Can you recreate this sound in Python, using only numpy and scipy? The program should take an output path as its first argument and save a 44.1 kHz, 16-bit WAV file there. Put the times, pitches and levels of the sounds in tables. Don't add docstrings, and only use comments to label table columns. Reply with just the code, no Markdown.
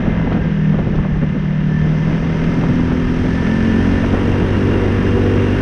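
import sys
import numpy as np
from scipy import signal
from scipy.fft import rfft, irfft, next_fast_len
from scipy.io import wavfile
from scipy.ndimage import uniform_filter1d

SR = 44100
rng = np.random.default_rng(int(sys.argv[2]) if len(sys.argv) > 2 else 0)


def generate_wav(sig):
    pcm = np.round(np.clip(np.atleast_2d(sig).T, -1, 1) * 32767).astype(np.int16)
    wavfile.write(sys.argv[1], SR, pcm)


N = 247401
TIME = np.arange(N) / SR
AIRBOX_HZ, AIRBOX_WIDTH_HZ = 365, 139

# (time [s], relative peak [dB], contact bandwidth [Hz], rattle [dB], thud [dB])
BUMPS = [(.08, -13, 1010, -24, -12.5), (0.198, -18, 900, -34, -21), (0.214, -14, 700, -38, -22.5),
         (.246, -20, 1000, -32.5, -27), (.274, -9, 1200, -31, -13.5), (0.323, -17, 990, -23.5, -23),
         (0.351, -25, 1100, -24, -21), (.373, -9, 1600, -25.5, -15.5), (.455, -15, 900, -25.5, -16.5),
         (0.746, -29, 1200, -22, -16), (.79, -13, 1400, -21, -18.5), (.873, -30, 895, -24.5, -12),
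         (.95, -16, 800, -23.5, -22.5), (.988, -12, 900, -24.5, -17.5), (1.05, -13.5, 1300, -32, -26),
         (1.063, -21, 900, -32, -26), (1.144, -28, 690, -33, -23), (1.167, -19, 1000, -29.5, -25),
         (1.232, -16, 1400, -24.5, -17), (1.355, -19, 600, -38, -19), (1.366, -20, 900, -33, -22),
         (1.86, -27, 604, -29, -17.5), (2.073, -15, 1100, -31, -16), (2.11, -23, 587, -36, -18),
         (2.139, -10, 1090, -34, -32), (2.58, -23, 900, -29, -12), (2.637, -4, 2200, -23, -18.5),
         (2.7, -24, 800, -36, -13), (2.797, -7.5, 1100, -31, -24), (2.92, -10.5, 1500, -24, -18),
         (3.254, -14, 1190, -27, -14.5), (3.91, -18, 600, -43, -19), (4.044, -12, 1100, -21, -24),
         (4.141, -14, 1400, -20, -21), (5.38, -7, 600, -36, -17)]


def from_db(db):
    return 10 ** (np.asarray(db) / 20)


def rms_one(x):
    return x / np.sqrt(np.mean(x ** 2) + 1e-20)


def in_time(rows):
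    return np.interp(TIME, *np.transpose(rows))


def by_throttle(throttle, levels_db):
    return np.interp(throttle, [0, .5, 1], levels_db)


def swell(start, end, attack_s, release_s):
    return np.exp(np.minimum(TIME - start, 0) / attack_s - np.maximum(TIME - end, 0) / release_s)


def drift(corner_hz, size=16384):
    hz = np.arange(size // 2 + 1) * SR / N
    slow = rms_one(irfft(rfft(rng.standard_normal(size)) / (1 + (hz / corner_hz) ** 2)))
    return np.interp(TIME, np.linspace(0, N / SR, size), slow)


def coloured(x, spectrum):
    hz, db = np.transpose(spectrum)
    size = next_fast_len(N)
    grid = np.arange(size // 2 + 1) * SR / size + 1
    gain = from_db(np.interp(np.log(grid), np.log(hz), db)) * np.minimum(1, hz[-1] / grid) ** 4
    return rms_one(irfft(rfft(x, size) * gain, size)[:N])


def resonance(x, hz, width_hz):
    r = np.exp(-np.pi * width_hz / SR)
    b = np.array([1, 0, -1]) * (1 - r * r) / 2
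    a = [1, -2 * r * np.cos(2 * np.pi * hz / SR), r * r]
    return rms_one(signal.lfilter(b, a, signal.lfilter(b, a, x)))


def ring(clicks, hz, t60):
    r, w = np.exp(-np.log(1000) / (t60 * SR)), 2 * np.pi * hz / SR
    return signal.lfilter([0, np.sin(w)], [1, -2 * r * np.cos(w), r * r], clicks + 1e-18)


def grains(per_s, spread_db=2.0):
    sizes = from_db(spread_db * np.minimum(rng.exponential(1, N), 4))
    return rms_one((rng.random(N) < per_s / SR) * sizes * rng.standard_normal(N))


def once_a_cycle(cycle, depth_db, delay_cycles=.7):
    angle = 2 * np.pi * (cycle - delay_cycles)
    return from_db(depth_db * (np.sin(angle) + .5 * np.sin(2 * angle)))


def lorentzian(hz, centre_hz, width_hz):
    return 1 / (1 + ((hz - centre_hz) / (width_hz / 2)) ** 2)


def exhaust(cycle, speed, throttle, uneven_db=0.3, wander_db=0.6):
    # (order, base level with throttle shut [dB], half open [dB], wide open [dB])
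    orders = [(1, -32, -35, -23), (2, -37.5, -29, -15), (3, -46.5, -28, -33.5), (4, -27.5, -23.5, -35),
              (5, -25.5, -29.5, -22), (6, -39, -24.5, -25), (7, -42, -32.5, -30.5), (8, -44.5, -37.5, -30),
              (9, -50.5, -35.5, -30), (10, -47.5, -38.5, -30), (11, -46, -45, -34.5),
              (12, -47.5, -39.5, -47), (13, -47.5, -45.5, -47)]
    # (frequency coasting [Hz], frequency pulling [Hz], width [Hz])
    pipe = [(160, 235, 46), (213.4, 292.2, 15)]
    # (frequency [Hz], width [Hz], gain [dB])
    booms = [(153.5, 20.3, 11.5), (189.8, 16, 7.5), (208.8, 8, -5.5), (217.4, 8, 6), (225.4, 13.8, 9.5),
             (252.4, 7, 7), (277.4, 4.6, 6), (292, 3.3, 2), (384.3, 9.1, 4.5), (407.8, 7.6, 6.5),
             (482, 6, 5)]
    # (time [s], gain [dB])
    loudness = [(0, 1), (.5, -0.5), (.72, 4), (.86, -7), (1.3, -4), (1.75, -1.5), (2.3, -2), (3.15, -0.5),
                (3.3, -3), (3.68, 0), (4.1, -2), (4.7, -3.5), (5.3, -2), (5.61, -2.5)]
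    pipe_modes = [(cool + (hot - cool) * throttle, width) for cool, hot, width in pipe]
    growl_db = airbox_growl_db()
    out = 0
    for order, *levels_db in orders:
        order_hz = order * speed
        boom_db = sum(db * lorentzian(order_hz, hz, width) for hz, width, db in booms)
        boom_db += growl_db * lorentzian(order_hz, AIRBOX_HZ, AIRBOX_WIDTH_HZ)
        lag = sum(np.arctan((order_hz - hz) / (width / 2)) for hz, width in pipe_modes)
        gain = from_db(by_throttle(throttle, levels_db) + boom_db + wander_db * drift(3.1))
        out += np.sqrt(2) * gain * np.cos(2 * np.pi * order * cycle - lag)
    return out * from_db(in_time(loudness) + uneven_db * drift(41))


def intake(cycle, throttle, levels_db=(-50, -38, -25.5)):
    gulps = rng.standard_normal(N) * once_a_cycle(cycle, depth_db=-3.0)
    roar = resonance(gulps, AIRBOX_HZ, AIRBOX_WIDTH_HZ)
    return from_db(by_throttle(throttle, levels_db) + airbox_growl_db()) * roar


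def gas_hiss(cycle, throttle, octaves, strain, levels_db=(-55, -49, -50), db_per_octave=9):
    # (frequency [Hz], relative density [dB])
    hiss_spectrum = [(2500, -8.5), (4000, -2), (5200, 2.5), (6100, 0.5), (6800, -11.5), (7400, -21),
                     (8300, -18), (9500, -29.5), (12000, -53.5)]
    # (frequency [Hz], relative density [dB])
    fizz_spectrum = [(6000, -16), (7400, -2), (8200, 1.5), (9000, -3), (10000, 3), (11000, -8),
                     (12300, -11.5), (13500, -45)]
    hiss_db = by_throttle(throttle, levels_db) + db_per_octave * octaves + 0.4 * strain
    gas = rng.standard_normal(N) * once_a_cycle(cycle, depth_db=0.53 + throttle)
    gritty_noise = gas + from_db(-11.0) * grains(per_s=900)
    fizz = from_db(-29.0 + 14.0 * throttle) * coloured(gritty_noise, fizz_spectrum)
    return from_db(hiss_db) * (coloured(gritty_noise, hiss_spectrum) + fizz)


def cyclic_noise(cycle, repeat_db, jitter_cycles):
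    pattern = irfft(np.exp(2j * np.pi * rng.random(size=257)))
    positions = np.linspace(0, 1, len(pattern), endpoint=False)
    repeating = np.interp(cycle + jitter_cycles * drift(46), positions, pattern, period=1)
    excitation = from_db(repeat_db) * rms_one(repeating) + rng.standard_normal(N)
    return excitation * once_a_cycle(cycle, depth_db=1.0)


def valve_clatter(cycle, throttle, octaves, strain, levels_db=(-34.5, -32, -33), db_per_octave=23):
    # (frequency [Hz], relative density [dB])
    spectrum = [(500, -7.5), (900, -3.5), (1300, -3), (1420, -2.5), (1600, 0.5), (1900, -1.5), (2250, -5.5),
                (2800, -6.5), (3200, -10.5), (3800, -17), (4500, -31), (8000, -68)]
    # (frequency [Hz], width [Hz], level with throttle shut [dB], half open [dB], wide open [dB])
    casing = [(959, 110, -52.5, -48, -51), (2072, 140, -52, -48.5, -62), (2795, 140, -61.5, -67.5, -44.5),
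              (3170, 81, -67, -56.5, -51)]
    impacts = cyclic_noise(cycle, repeat_db=by_throttle(throttle, (-4.5, -7.5, -13)), jitter_cycles=.0027)
    clatter_db = by_throttle(throttle, levels_db) + db_per_octave * octaves + 0.1741 * strain
    out = from_db(clatter_db + 0.67 * drift(75)) * coloured(impacts, spectrum)
    for hz, width, *mode_db in casing:
        gain = from_db(by_throttle(throttle, mode_db) + 1.8 * drift(4.9))
        out += gain * resonance(impacts, hz, width)
    return out


def gear_rasp(cycle, speed, throttle, level_db=-43.5, width_hz=98, flutter_db=1.5, wobble_rad=0.68):
    housing_hz = 1781 + 28 * throttle ** 2
    rasp = 0
    for order in range(35, 49):
        gain = from_db(flutter_db * drift(12)) * lorentzian(order * speed, housing_hz, width_hz)
        rasp += gain * np.cos(2 * np.pi * (order * cycle + rng.random()) + wobble_rad * drift(22))
    return from_db(level_db) * rms_one(rasp)


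def snarl(cycle, throttle, levels_db=(-57, -41.5, -34), waver_db=1.0):
    # (frequency [Hz], relative density [dB])
    spectrum = [(400, -25.5), (570, -2.5), (760, -3), (880, -3.5), (955, 2.5), (1030, -5.5), (1190, -1),
                (1300, 0.5), (1600, -16)]
    edges = cyclic_noise(cycle, repeat_db=24, jitter_cycles=.001)
    return from_db(by_throttle(throttle, levels_db) + waver_db * drift(8.7)) * coloured(edges, spectrum)


def tyres(octaves, drum_db=-23, patter_db=-33.5, db_per_octave=3.5, clump_db=1.4, lurch_db=1.26):
    # (time [s], relative level [dB])
    roughness = [(0, 3.5), (.38, -1), (.55, -4), (.8, -1), (.97, -2.5), (1.12, -3.5), (1.6, -4.5),
                 (1.98, -1), (2.12, 2), (2.7, 1), (3.1, -1), (3.45, 1.5), (3.75, 2), (4.1, 2.5), (4.6, 1.5),
                 (5.61, -0.5)]
    # (time [s], level [dB])
    rumble_levels = [(0, -21), (.2, -20), (.42, -20), (.6, -31.5), (.8, -23), (1.2, -21.5), (1.35, -26),
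                     (2.05, -24.5), (2.4, -25), (2.75, -22.5), (3.1, -20.5), (3.35, -21.5), (3.7, -24),
                     (4.3, -23), (4.6, -21), (5.61, -27)]
    # (time [s], level [dB])
    dips = [(0.985, -14.5), (4.02, -12.5)]
    # (frequency [Hz], relative density [dB])
    rumble_spectrum = [(10, -22), (22, 13.5), (40, 6.5), (70, 9.5), (120, 7), (160, -15), (300, -42)]
    drum_spectrum = [(80, -20), (135, 0), (210, 3.5), (265, -2.5), (330, -6.5), (430, -12.5), (520, -17),
                     (900, -50)]
    patter_spectrum = [(300, -12), (450, 0), (600, -0.5), (780, -7), (1100, -12), (1500, -15), (4000, -70)]
    road_db = in_time(roughness)
    heave = sum(from_db(db) * swell(s, s, attack_s=0.03, release_s=0.04) for s, db in dips)
    rattle = sum(from_db(db) * swell(s, s, attack_s=0.0098, release_s=0.011) for s, _, _, db, _ in BUMPS)
    thud = sum(from_db(db) * swell(s, s, attack_s=0.01, release_s=0.024) for s, *_, db in BUMPS)
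    stones = from_db(patter_db + road_db + db_per_octave * octaves + clump_db * drift(23))
    rolling = from_db(in_time(rumble_levels))
    rumble = np.hypot(rolling, heave) * coloured(rng.standard_normal(N), rumble_spectrum)
    shaking = from_db(drum_db + road_db + lurch_db * drift(8.4))
    drum = np.hypot(shaking, thud) * coloured(rng.standard_normal(N), drum_spectrum)
    patter = np.hypot(stones, rattle) * coloured(grains(per_s=4000), patter_spectrum)
    return rumble + drum + patter


def gear_whine(cycle, throttle, flutter_db=2.0):
    # (start [s], end [s], order, level [dB])
    whines = [(.06, .23, 50, -43.5), (.08, .48, 40, -44), (0.617, .7, 46, -41.5), (1.383, 1.63, 54, -49.5),
              (1.72, 1.83, 46, -35), (1.951, 2.08, 45, -39), (2.153, 3.15, 23, -45), (2.197, 2.42, 51, -49),
              (2.478, 2.56, 51, -40), (3.302, 3.55, 22, -46), (3.327, 3.52, 41, -35),
              (3.498, 3.537, 40, -32.5), (3.55, 4.0, 21, -40.5), (3.64, 3.796, 39, -33.5),
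              (3.935, 4.05, 38, -37), (4.05, 4.855, 20, -48), (4.8, 5.08, 37, -40.5)]
    wobble_rad = np.interp(throttle, [0, 1], [.65, .22])
    out = 0
    for start, end, order, db in whines:
        level = from_db(db + flutter_db * drift(10)) * swell(start, end, attack_s=0.041, release_s=0.1)
        out += level * np.sqrt(2) * np.cos(2 * np.pi * order * cycle + wobble_rad * drift(22))
    return out


def body_knocks(knock_db=-2, scatter_db=3.5, pitch_spread=0.029):
    # (frequency [Hz], relative level [dB], decay time T60 [s])
    modes = [(317, 7, 0.019), (455, -0.5, 0.005), (580, 6.5, 0.0056), (770, 2, 0.0073), (945, 4.5, 0.0029),
             (1130, -8, 0.0081), (1430, -9, 0.015), (1750, -3.5, .007)]
    out = np.zeros(N)
    for s, peak_db, contact_hz, *_ in BUMPS:
        rubber_mounts = signal.butter(2, contact_hz, fs=SR, output="sos")
        blow = signal.sosfilt(rubber_mounts, signal.unit_impulse(SR // 20))
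        knock = 0
        for hz, db, t60 in modes:
            strength, detune, side = rng.standard_normal(size=3)
            gain = np.sign(side) * from_db(db + scatter_db * strength)
            knock += gain * ring(blow, hz * (1 + pitch_spread * detune), t60)
        start = round(s * SR)
        out[start:start + len(blow)] += from_db(peak_db + knock_db) * knock / np.abs(knock).max()
    return out


def pebbles(attack_s=0.0012, release_s=0.011):
    # (time [s], level [dB])
    strikes = [(0.327, -31), (0.788, -37), (0.955, -32), (1.229, -40), (2.439, -30), (3.467, -29),
               (3.65, -29), (3.954, -39)]
    # (frequency [Hz], relative density [dB])
    spectrum = [(500, -19.5), (1300, 7.5), (2800, 2), (4000, -9.5), (6000, -16.5), (7200, -35),
                (10000, -45)]
    envelope = sum(from_db(db) * swell(s, s, attack_s, release_s) for s, db in strikes)
    return envelope * coloured(rng.standard_normal(N), spectrum)


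def airbox_growl_db():
    # (start [s], end [s], gain [dB])
    growls = [(4.307, 4.443, 2.5), (4.65, 4.843, 4.5), (5.167, 5.34, 5)]
    return sum(db * swell(start, end, attack_s=0.022, release_s=0.058) for start, end, db in growls)


def scene():
    # (time [s], firing rate [Hz])
    firing_rates = [(0.0, 42.32), (0.25, 40.79), (0.65, 39.21), (0.85, 39.08), (1.0, 38.23), (1.2, 37.7),
                    (1.45, 38.16), (1.7, 38.07), (1.95, 38.98), (2.25, 40.58), (2.8, 41.76), (3.15, 41.78),
                    (3.35, 42.88), (3.6, 44.55), (4.0, 46.71), (4.35, 47.71), (4.8, 48.09), (5.0, 47.94),
                    (5.61, 48.71)]
    # (time [s], opening [0-1])
    openings = [(0, 0.03), (1.5, 0), (1.9, 0.25), (2.15, 0.28), (2.5, .5), (3.22, 0.66), (3.35, 0.62),
                (4, .85), (4.7, 0.97)]
    speed, throttle = in_time(firing_rates), in_time(openings)
    cycle = .76 + np.cumsum(speed) / SR
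    octaves = np.log2(speed / 42)
    strain = np.maximum(uniform_filter1d(np.gradient(speed) * SR, size=SR // 5), 0)
    gas = exhaust(cycle, speed, throttle) + intake(cycle, throttle)
    gas += gas_hiss(cycle, throttle, octaves, strain)
    metal = valve_clatter(cycle, throttle, octaves, strain)
    metal += gear_whine(cycle, throttle) + gear_rasp(cycle, speed, throttle)
    return (gas + snarl(cycle, throttle) + metal + tyres(octaves) + body_knocks() + pebbles())[None]


def record(dry, ceiling=0.8, cutoff_hz=14000):
    fade_in = np.minimum(TIME / .001, 1)
    low_pass = signal.cheby2(12, 70, cutoff_hz, fs=SR, output="sos")
    return signal.sosfilt(low_pass, fade_in * ceiling * np.tanh(dry / ceiling))


dry = scene()
out = record(dry)
generate_wav(out)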